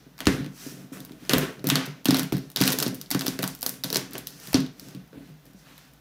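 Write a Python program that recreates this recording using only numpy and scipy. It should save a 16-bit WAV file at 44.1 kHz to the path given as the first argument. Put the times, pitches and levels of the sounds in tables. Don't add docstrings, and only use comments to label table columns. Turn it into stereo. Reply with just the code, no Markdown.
import sys
import numpy as np
from scipy import signal
from scipy.fft import rfft, irfft, next_fast_len
from scipy.io import wavfile
from scipy.ndimage import uniform_filter1d

SR = 44100
rng = np.random.default_rng(int(sys.argv[2]) if len(sys.argv) > 2 else 0)


def log_audio(samples):
    frames = np.atleast_2d(samples).T
    limited = np.clip(frames, -1, 1)
    pcm = np.round(limited * 32767).astype(np.int16)
    wavfile.write(sys.argv[1], SR, pcm)


def makeup_ratio(level_db):
    decades = np.asarray(level_db, float) / 20
    return 10 ** decades


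N = 264834
SIZE = next_fast_len(N)
HZ = np.fft.rfftfreq(SIZE, 1 / SR)

# sizzle in dB, body in dB, box drone in dB.
PULLS = [(0.191, .07, -42.5, -10, -3, 2), (0.271, .06, -33, -7, -2.5, 5.5), (0.919, .02, -45.5, 4.5, 3, 4),
         (1.296, 0.017, -30, 2, 5.5, 0), (1.34, .08, -30.5, -7, 2.5, 0), (1.642, 0.13, -29, -11, -0.5, -1),
         (1.77, .06, -33, -30, -0.5, -10.5), (2.057, .11, -25.5, -12, -4.5, 1),
         (2.321, .01, -34.5, -18, -25, 1), (2.562, 0.12, -22, -5.5, -5.5, -5),
         (2.77, .07, -31.5, -17, -6.5, 0.5), (3.105, .01, -28.5, -8, -9, -6),
         (3.19, .07, -36.5, -3.5, -9, 0.5), (3.268, 0.055, -39, -4, -3, 0),
         (3.39, .1, -37.5, -3.5, -22, -2), (3.631, .02, -45, 11, -7, -10), (3.671, .07, -44, -2, -7, 1.5),
         (3.84, .015, -34.5, -5, -22, -6), (3.919, .08, -34, -10, -5.5, -1),
         (4.11, .055, -38.5, -12, -4.5, 0.5), (4.545, .015, -28, -22, -9.5, 4.5)]
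# sizzle in dB, box drone in dB.
RUBS = [(.01, .06, -57.5, 3, -17, 3.5), (.39, .08, -43.5, -11, -12, 8.5), (.66, .1, -40, 1.5, -0.5, -7.5),
        (.8, .08, -52, -5, -0.5, 10), (0.989, .07, -50.5, 1, -13, 8), (1.129, .08, -58.5, -5, -1, 12.5),
        (1.26, .07, -48.5, -7, -3, 1), (1.6, 0.034, -58.5, -3, -10, 17), (1.979, .05, -58, -4, -18, 10.5),
        (2.449, .07, -55.5, 0, -3, 7), (2.97, .1, -49.5, 2, -4, 5.5), (4.329, .09, -47.5, 4, -5, -1.5),
        (4.479, 0.098, -42, -1, 0.5, -5), (4.86, .09, -48.5, 1, -2, 3.5), (4.97, .08, -56, -7, -9, 6.5),
        (5.18, .06, -59.5, -19, -1, 17.5), (5.269, 0.065, -56, -6, -3.5, 5), (5.48, .04, -60.5, -4, 0, 9),
        (5.6, .04, -58, 13, -1, -8), (5.699, .07, -51.5, -11, -4, -1.5), (5.77, .06, -54, 1, -7, -12),
        (5.83, .08, -53.5, -3, -6, -28)]
STILL = -67.5, 6, 1.5, 8, 6
# sizzle in dB, body in dB.
SNAPS = [(.1804, -37, 5040, -9, -6), (.19, -32, 2200, -4, -1), (.205, -19.5, 2740, -8, -3),
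         (.2149, -33, 2920, -17, -14), (.2563, -20, 2620, -15, -16), (.2696, -1, 2290, -30, -10),
         (.4456, -32, 2200, -22, -5), (.4627, -30.5, 2194, -18, -3), (.972, -36, 2276, -14, -1),
         (1.0042, -36, 4400, 6, -15), (1.0499, -40.5, 4670, 12.5, 0), (1.0952, -44.5, 2850, -10, 7),
         (1.1197, -37.5, 2700, -7, -9), (1.2516, -38, 2300, -3, 1), (1.295, -3.5, 2330, -22, -13),
         (1.3349, -4.5, 3060, -6, -3.5), (1.3825, -18, 2540, 9, 0), (1.5942, -42.5, 5000, -9.5, 1),
         (1.6427, -31.5, 6240, 4, 7.5), (1.6708, -20.5, 4000, 10.5, -14), (1.689, -24.5, 4470, 15, 6),
         (1.701, -2, 3040, -13, -12), (1.756, -6.5, 3700, -10, -6), (2.0466, -41, 5500, 10, -12),
         (2.0566, -11, 3640, 1, -4), (2.0853, -15, 5160, -17, -3), (2.1078, -12, 4350, -1.5, -2.5),
         (2.1453, -17, 4220, 4, 4.5), (2.169, -19, 4340, 3, -10), (2.196, -14.5, 2200, -25, -11),
         (2.3235, -22.5, 2440, -6, 3.5), (2.5015, -39, 8300, 6, -5), (2.5166, -40, 6360, 4, -9),
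         (2.5614, -11.5, 4330, -6, -23), (2.5712, -14.5, 4170, -21, -7.5), (2.6053, -16.5, 3960, -7, -15),
         (2.614, -10, 5440, -1, -4), (2.6214, -9.5, 2410, -12, -9), (2.6378, -12, 5000, -15, -15),
         (2.6691, -22, 3160, 7, -7), (2.6772, -11, 4030, 3, -5), (2.7212, -22.5, 4630, 12, -13),
         (2.7312, -20.5, 4930, 4, -6), (2.7873, -14.5, 5930, 3, -6), (2.8016, -14, 5950, 0, -7.5),
         (2.8265, -14.5, 6100, 4.5, -3.5), (2.8312, -16.5, 6100, -4, -13), (2.8636, -18, 5000, -17, -8),
         (2.8712, -29, 5440, -2, 6), (2.88, -28, 5300, 7, -20), (2.9457, -42.5, 6900, 19.5, -8),
         (2.953, -42, 7500, 13, -8), (3.0141, -27, 5300, 3, -18), (3.061, -39, 4040, -10, -21),
         (3.1051, -26, 4600, 13.5, -5), (3.1134, -13.5, 5580, 2, -6), (3.1481, -24.5, 5860, 2, 11.5),
         (3.1934, -17, 7300, -13, -25), (3.21, -19, 4630, -3, -0.5), (3.2195, -27.5, 4720, 3, 2),
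         (3.2665, -18, 4240, 4, 0), (3.2812, -14, 5500, -6, -22), (3.3905, -15.5, 2380, -10, -11),
         (3.4252, -30, 3500, 11, -2), (3.4298, -21, 4420, 4, 6), (3.4403, -21.5, 4850, 4, 4),
         (3.4769, -20.5, 7800, 3, -4.5), (3.5504, -37, 5800, 10, -13), (3.59, -43, 5100, 4, -27),
         (3.6102, -36, 6200, 10, -23), (3.6194, -28, 5700, 4, -28), (3.629, -25.5, 4840, 15.5, 2.5),
         (3.6636, -18, 5300, 11.5, -4), (3.693, -24, 5700, 11.5, -9), (3.8378, -17.5, 4600, -1, -13),
         (3.843, -19.5, 4750, 1, -2.5), (3.903, -22, 5130, 3, -7), (3.9282, -17, 5300, 2, -1),
         (3.9457, -14, 5370, -7, -28), (3.9581, -9, 5070, -7, -6.5), (3.9693, -12, 5900, -4, -34),
         (4.11, -37, 8300, -1, -18), (4.134, -38, 5300, 16.5, -26), (4.154, -24.5, 2440, -29, 2.5),
         (4.1812, -24.5, 7700, 4.5, -21), (4.2712, -24, 4600, 6.5, -26), (4.473, -33, 4700, 4, -31),
         (4.5312, -21.5, 2640, 2, 3.5), (4.544, -7.5, 5100, -39, -4), (4.556, -17.5, 3400, -24, -22),
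         (4.604, -29, 4700, -2, -17), (4.797, -31.5, 5570, 1, -30), (4.886, -39, 6900, -1, 0),
         (4.9489, -37, 3480, -7, -15), (5.13, -56, 2440, -6, 19.5), (5.4552, -56, 5700, 14, -10),
         (5.4655, -45, 2710, -6, -9), (5.534, -57, 6170, 11, 10), (5.9357, -54.5, 6300, 12, -15)]
# frequency in Hz, gain in dB.
FILM_COLOUR = [(350, -29), (600, -9.5), (897, -7.5), (1340, -2), (2210, -3), (4420, -6.5), (7590, 0),
               (13400, -12.5), (15200, -8.5), (16500, -34)]
# time in seconds, then levels of walls, flaps and deep modes in dB.
KNOCKS = [(0.065, -34.5, -40.5, -52), (0.208, -31, -27.5, -54), (.27, 1, -26, -17.5), (.28, -6, -9, -20),
          (0.34, -28, -21, -26), (0.39, -20, -48.5, -41), (.404, -31.5, -38.5, -19),
          (.463, -21.5, -46, -50), (0.479, -37, -46, -26), (.536, -34.5, -41, -54),
          (0.664, -22, -28.5, -36), (.723, -25.5, -51, -53), (0.919, -24.5, -30.5, -45),
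          (0.962, -30, -51, -51), (1.108, -25, -48, -44), (1.223, -30.5, -47, -44), (1.294, -28, -9.5, -47),
          (1.334, -3, -3, -21), (1.361, -10, -36, -12), (1.374, -12, -7.5, -32), (1.43, -18.5, -12, -54),
          (1.494, -32, -19.5, -40), (1.642, -13.5, -15, -23), (1.669, -13, -29, -14.5),
          (1.719, -12, -45, -13), (1.756, -15, -18, -23.5), (1.802, -36, -20.5, -50),
          (1.875, -48, -26, -24), (2.057, -14, -46, -46), (2.087, -1, -25, -10), (2.125, -6.5, -30, -39),
          (2.205, -25, -39, -18), (2.216, -33, -42, -17), (2.325, -6, -35, -17), (2.347, -20, -42, -11.5),
          (2.561, -26, -22, -43), (2.61, -5.5, -29, -6.5), (2.657, -38, -16, -22), (2.703, -34, -15, -35),
          (2.74, -38, -16, -49), (2.787, -16, -34, -50), (2.818, -35, -15, -50), (2.864, -7.5, -22, -22.5),
          (2.888, -20, -43, -16.5), (2.927, -23, -21.5, -48), (3.114, -18.5, -42, -46),
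          (3.15, -8, -26, -12.5), (3.25, -23, -20, -49), (3.281, -13, -39, -24.5), (3.392, -16, -13.5, -21),
          (3.435, -15.5, -27, -16.5), (3.629, -30, -27.5, -54), (3.662, -23.5, -21, -56),
          (3.689, -33, -31.5, -47), (3.846, -19.5, -25, -27.5), (3.906, -27, -22, -42),
          (3.929, -21.5, -16, -51), (3.96, -20, -11, -35), (4.007, -54, -30, -52), (4.106, -29, -35, -48),
          (4.151, -28, -19, -56), (4.481, -46, -32, -31), (4.545, -1, -29, -10.5), (4.563, -39, -19, -10),
          (4.588, -20, -28, -30), (4.641, -22, -41, -52), (4.822, -37, -51, -47), (4.873, -36, -49, -30),
          (4.949, -29.5, -47, -26.5), (4.971, -46, -40, -26), (5.129, -52, -32, -57),
          (5.174, -28.5, -44, -55), (5.3, -37, -50, -36), (5.546, -46, -54, -33)]
# time in seconds, level in dB.
BUMPS = [(0.269, -14.5), (.28, -11.5), (0.343, -27), (.404, -33), (1.333, -42), (1.359, -22), (1.375, -37),
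         (1.43, -39), (2.125, -39), (2.324, -31), (2.347, -31), (3.15, -39), (4.544, -22), (4.588, -39),
         (5.174, -41)]
# frequency in Hz,
# level in dB, undamped time to fall by 60 dB in seconds.
WALL_MODES = [(234, -0.5, 0.044), (269.7, 3.5, 0.12), (312.6, -2.5, 0.052)]
FLAP_MODES = [(362.4, 3.5, 0.074), (430.5, 1, 0.068), (494, -4, 0.087), (579, -7.5, 0.065),
              (596, -26, 0.04)]
DEEP_MODES = [(124, -14, 0.036), (144.4, -1.5, 0.23), (193.3, 2.5, 0.11)]
DESK_MODES = [(55, -21.5, 0.29), (84.5, -8, 0.079)]
# frequency in Hz, time to fall by 60 dB in seconds.
ROOM_T60 = [(60, 0.096), (300, 0.27), (1300, 0.34), (4000, 0.21), (9000, 0.35), (16000, 0.18)]
# frequency in Hz, gain in dB.
ROOM_COLOUR = [(60, -3), (130, -0.5), (300, -3), (700, -1.5), (1400, 0), (3000, -3), (6000, -7.5),
               (9000, -6.5), (14000, -8)]
# frequency in Hz, gain in dB.
AIR_COLOUR = [(15, -46), (25, -20), (80, -33.5), (142, 9.5), (245, -5), (321, -10.5), (952, -11),
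              (1320, -18), (4480, -17.5), (8600, -28), (14000, -23), (15200, -16), (16500, -50)]
# frequency in Hz, gain in dB.
MIC_RESPONSE = [(25, -38), (40, -12), (52, -1.5), (700, 2), (950, -2.5), (1400, -1.5), (2200, -3),
                (4000, 2), (6000, 0.5), (8500, -6), (11000, 0), (14000, 2), (15800, -3.5), (16800, -42)]
# frequency in Hz, left minus right in dB.
CAPSULE_MISMATCH = [(200, 1), (2000, -0.5), (6500, 0), (8500, -6.5), (10500, -2.5), (12500, -2), (14500, 5),
                    (16500, 1)]

KNOCK_PAN_DB = 2.5
KNOCK_RING = 0.89


def unit(x):
    return x / np.sqrt(np.mean(x ** 2))


def colour(x, points):
    hz, db = np.transpose(points)
    gain = makeup_ratio(np.interp(np.log(HZ + 1), np.log(hz), db))
    return irfft(rfft(x, SIZE) * gain, SIZE)[..., :N]


def band(x, lo_hz, hi_hz):
    sos = signal.butter(2, [lo_hz, min(hi_hz, .45 * SR)], "bandpass", fs=SR, output="sos")
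    return signal.sosfilt(sos, x)


def from_left(x):
    return np.array([x[0], np.roll(x[1], 10)])


def handling():
    t = np.arange(N) / SR
    attack_s, swell_db_per_s, fade_db_per_s, pull_bright_db = 0.01, 90.5, 160.5, -4
    edge_db = -9.5
    moves = [(STILL[0] + 0 * t, *STILL[1:])]
    for start_s, length_s, db, *over_db in PULLS:
        late = t - start_s - length_s
        shape_db = np.where(late < 0, swell_db_per_s, -fade_db_per_s) * late
        attack = np.clip((t - start_s) / attack_s, 1e-4, 1)
        moves.append((db + shape_db + 20 * np.log10(attack), pull_bright_db, *over_db))
    for centre_s, half_s, db, bright_db, top_db, drone_db in RUBS:
        level_db = db + edge_db * ((t - centre_s) / half_s) ** 2
        body_db = -4.5 - 0.41 * bright_db
        moves.append((level_db, bright_db, top_db, body_db, drone_db))
    power = makeup_ratio(np.array([move[0] for move in moves])) ** 2
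    bright_db, *over_db = np.transpose([move[1:] for move in moves])
    total = power.sum(axis=0)
    parts_db = [10 * np.log10(makeup_ratio(over) ** 2 @ power) for over in over_db]
    return 10 * np.log10(total), bright_db @ power / total, *parts_db


def crinkles(rustle_db):
    count, lowest_hz, highest_hz = 70, 2200, 6450
    share = np.cumsum(makeup_ratio(.45 * rustle_db))
    when, size, pitch, top, low = rng.random((count, 5)).T
    i = np.clip(np.searchsorted(share / share[-1], when), 64, N - 1)
    db = rustle_db[i] + 6 + 14 * (size ** 2 - .5)
    hz = lowest_hz * (highest_hz / lowest_hz) ** pitch
    return list(zip(i / SR, db, hz, -14 + 22 * top, -16 + 18 * low))


def snap(burst, hz, top_db, low_db):
    patch = band(burst, hz / 1.436, hz * 1.274)
    film = band(burst, 1540, 8600)
    sizzle = band(burst, 8600, 20100)
    body = band(burst, 633, 1970)
    gains = makeup_ratio([-4, -2, top_db, low_db]) * [1, 1, -1, -1]
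    return sum(gain * part / np.sqrt(np.sum(part ** 2, axis=1, keepdims=True))
               for gain, part in zip(gains, (patch, film, sizzle, body)))


def snaps(rows):
    length = 768
    t = np.arange(length) / SR
    near, around = np.zeros((2, N + length)), np.zeros(N + length)
    chance = rng.standard_normal((len(rows), 3, length))
    pans_db = 2 + 2 * rng.standard_normal(len(rows))
    shape = (t / 0.00064) ** 2 * np.exp(-t / 0.00033) + 0.039 * np.exp(-t / 0.0074) * (t > .001)
    click = (np.arange(length) == 44) * 1.
    for (s, db, hz, top_db, low_db), pan_db, (both, left, right) in zip(rows, pans_db, chance):
        burst = shape * np.array([both + 0.69 * left, both + 1.94 * right])
        sounds = snap(np.vstack([burst, click]), hz, top_db, low_db)
        left, right, mean = np.sqrt(SR / 1000) * makeup_ratio(db) * sounds
        i = int((s - .0008) * SR)
        near[:, i:i + length] += makeup_ratio(pan_db / 2) * left, makeup_ratio(-pan_db / 2) * right
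        around[i:i + length] += mean
    return from_left(near[:, :N]), around[:N]


def rustle(mid_db, bright_db, top_db, low_db):
    grit_db = np.clip(0.07 * (mid_db + 43), 0, 4)
    size = makeup_ratio(grit_db * np.minimum(rng.exponential(1, N), 4.0))
    size = size * (rng.random(N) < 1500 / SR)
    size = uniform_filter1d(size, size=40) + 0.19
    noise = rng.standard_normal(N) + 2.34 * rng.standard_normal((2, N))
    grains = colour(size * noise, FILM_COLOUR)
    grains = grains / np.sqrt(uniform_filter1d(size ** 2, size=SR // 4))
    top_db = np.minimum(top_db, mid_db + 3)
    edges_hz = (600, 2460), (2200, 5000), (4200, 6360), (8500, 21000)
    levels_db = low_db, mid_db - 9.0 - bright_db / 2, mid_db - 4.5 + bright_db / 2, top_db
    parts = [makeup_ratio(db) * unit(band(grains, *hz)) for db, hz in zip(levels_db, edges_hz)]
    return from_left(sum((-1) ** k * part for k, part in enumerate(parts)))


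def ring(modes, t, stretch, wobble):
    return sum(makeup_ratio(db + 3.6 * w) * np.sin(2 * np.pi * hz * (1 + 0.014 * w) * t) * 1000 ** (-t / (t60 * stretch))
               for (hz, db, t60), w in zip(modes, wobble))


def strike(out, s, db, modes, chance, t):
    pan, *wobble = chance
    push = 1 - np.exp(-t / 0.0014)
    rung = ring(modes, t, KNOCK_RING, wobble)
    sides_db = np.array([[.5], [-.5]]) * KNOCK_PAN_DB * pan
    i = int(s * SR)
    out[:, i:i + len(t)] += makeup_ratio(db + sides_db) * push * rung / np.abs(rung).max()


def box(drone_db):
    t = np.arange(SR // 3) / SR
    shell, desk = np.zeros((2, 2, N + len(t)))
    groups = WALL_MODES, FLAP_MODES, DEEP_MODES
    chance = rng.standard_normal((len(KNOCKS), len(groups), len(FLAP_MODES) + 1))
    for (s, *levels_db), draws in zip(KNOCKS, chance):
        for modes, db, draw in zip(groups, levels_db, draws):
            strike(shell, s, db, modes, draw, t)
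    for (s, db), draw in zip(BUMPS, rng.standard_normal((len(BUMPS), len(DESK_MODES) + 1))):
        strike(desk, s, db, DESK_MODES, draw, t)
    wall, flap, deep = (ring(modes, t, 0.77, np.zeros(len(modes))) for modes in groups)
    response = wall + makeup_ratio(-11) * flap + makeup_ratio(-3.0) * deep
    scrape = rng.standard_normal(N) + 0.29 * np.array([[.5], [-.5]]) * rng.standard_normal(N)
    drone = makeup_ratio(drone_db) * unit(signal.fftconvolve(scrape, response[None], axes=1)[:, :N])
    high_pass = signal.butter(5, 100, "highpass", fs=SR, output="sos")
    shell = signal.sosfilt(high_pass, shell[:, :N] + drone)
    return from_left(shell + desk[:, :N])


def diffuse():
    spacing_m, sound_m_per_s = 0.13, 343
    alike = 0.99 * np.sinc(2 * HZ * spacing_m / sound_m_per_s)
    mid, side = rfft(rng.standard_normal((2, SIZE)))
    spectra = mid * np.sqrt(1 + alike) + np.array([[1], [-1]]) * side * np.sqrt(1 - alike)
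    return unit(irfft(spectra, SIZE)[:, :N])


def room(x):
    t = np.arange(SR // 2) / SR
    noise, tail = diffuse()[:, :SR // 2], 0
    onset = np.clip((t - .002) / 0.0035, 0, 1)
    table_hz, table_s = np.transpose(ROOM_T60)
    for k, hz in enumerate(60 * 2. ** np.arange(9)):
        t60 = np.interp(np.log(hz), np.log(table_hz), table_s)
        part = band(noise, hz / np.sqrt(2), hz * np.sqrt(2)) * 1000 ** (-t / t60) * onset
        part = part * np.sqrt(hz / SR / np.sum(part ** 2))
        tail = tail + (-1) ** k * part
    return signal.fftconvolve(colour(x, ROOM_COLOUR)[None], tail, axes=1)[:, :N]


def air():
    hum_hz = 54
    hum = unit(band(diffuse(), hum_hz - 7, hum_hz + 7))
    return makeup_ratio(-54) * unit(colour(diffuse(), AIR_COLOUR)) + makeup_ratio(-60.5) * hum


def scene():
    *film_db, drone_db = handling()
    cracks, cracks_around = snaps(SNAPS + crinkles(film_db[0]))
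    slips = rustle(*film_db)
    hollow = box(drone_db)
    answer = room(cracks_around + slips[0] + hollow[0])
    return cracks + slips + hollow + answer + air()


def roll_off(x):
    return signal.sosfilt(signal.butter(12, 17130, fs=SR, output="sos"), x)


def record(dry):
    pair = []
    for x, side in zip(colour(dry, MIC_RESPONSE), (1, -1)):
        pair.append(colour(x, [(hz, side * db / 2) for hz, db in CAPSULE_MISMATCH]))
    rounded = np.tanh(0.68 * np.array(pair)) / 0.97
    top_cut = signal.ellip(8, .2, 70, 16800, fs=SR, output="sos")
    mix = signal.sosfilt(top_cut, rounded)
    return roll_off(mix)


dry = scene()
out = record(dry)
log_audio(out)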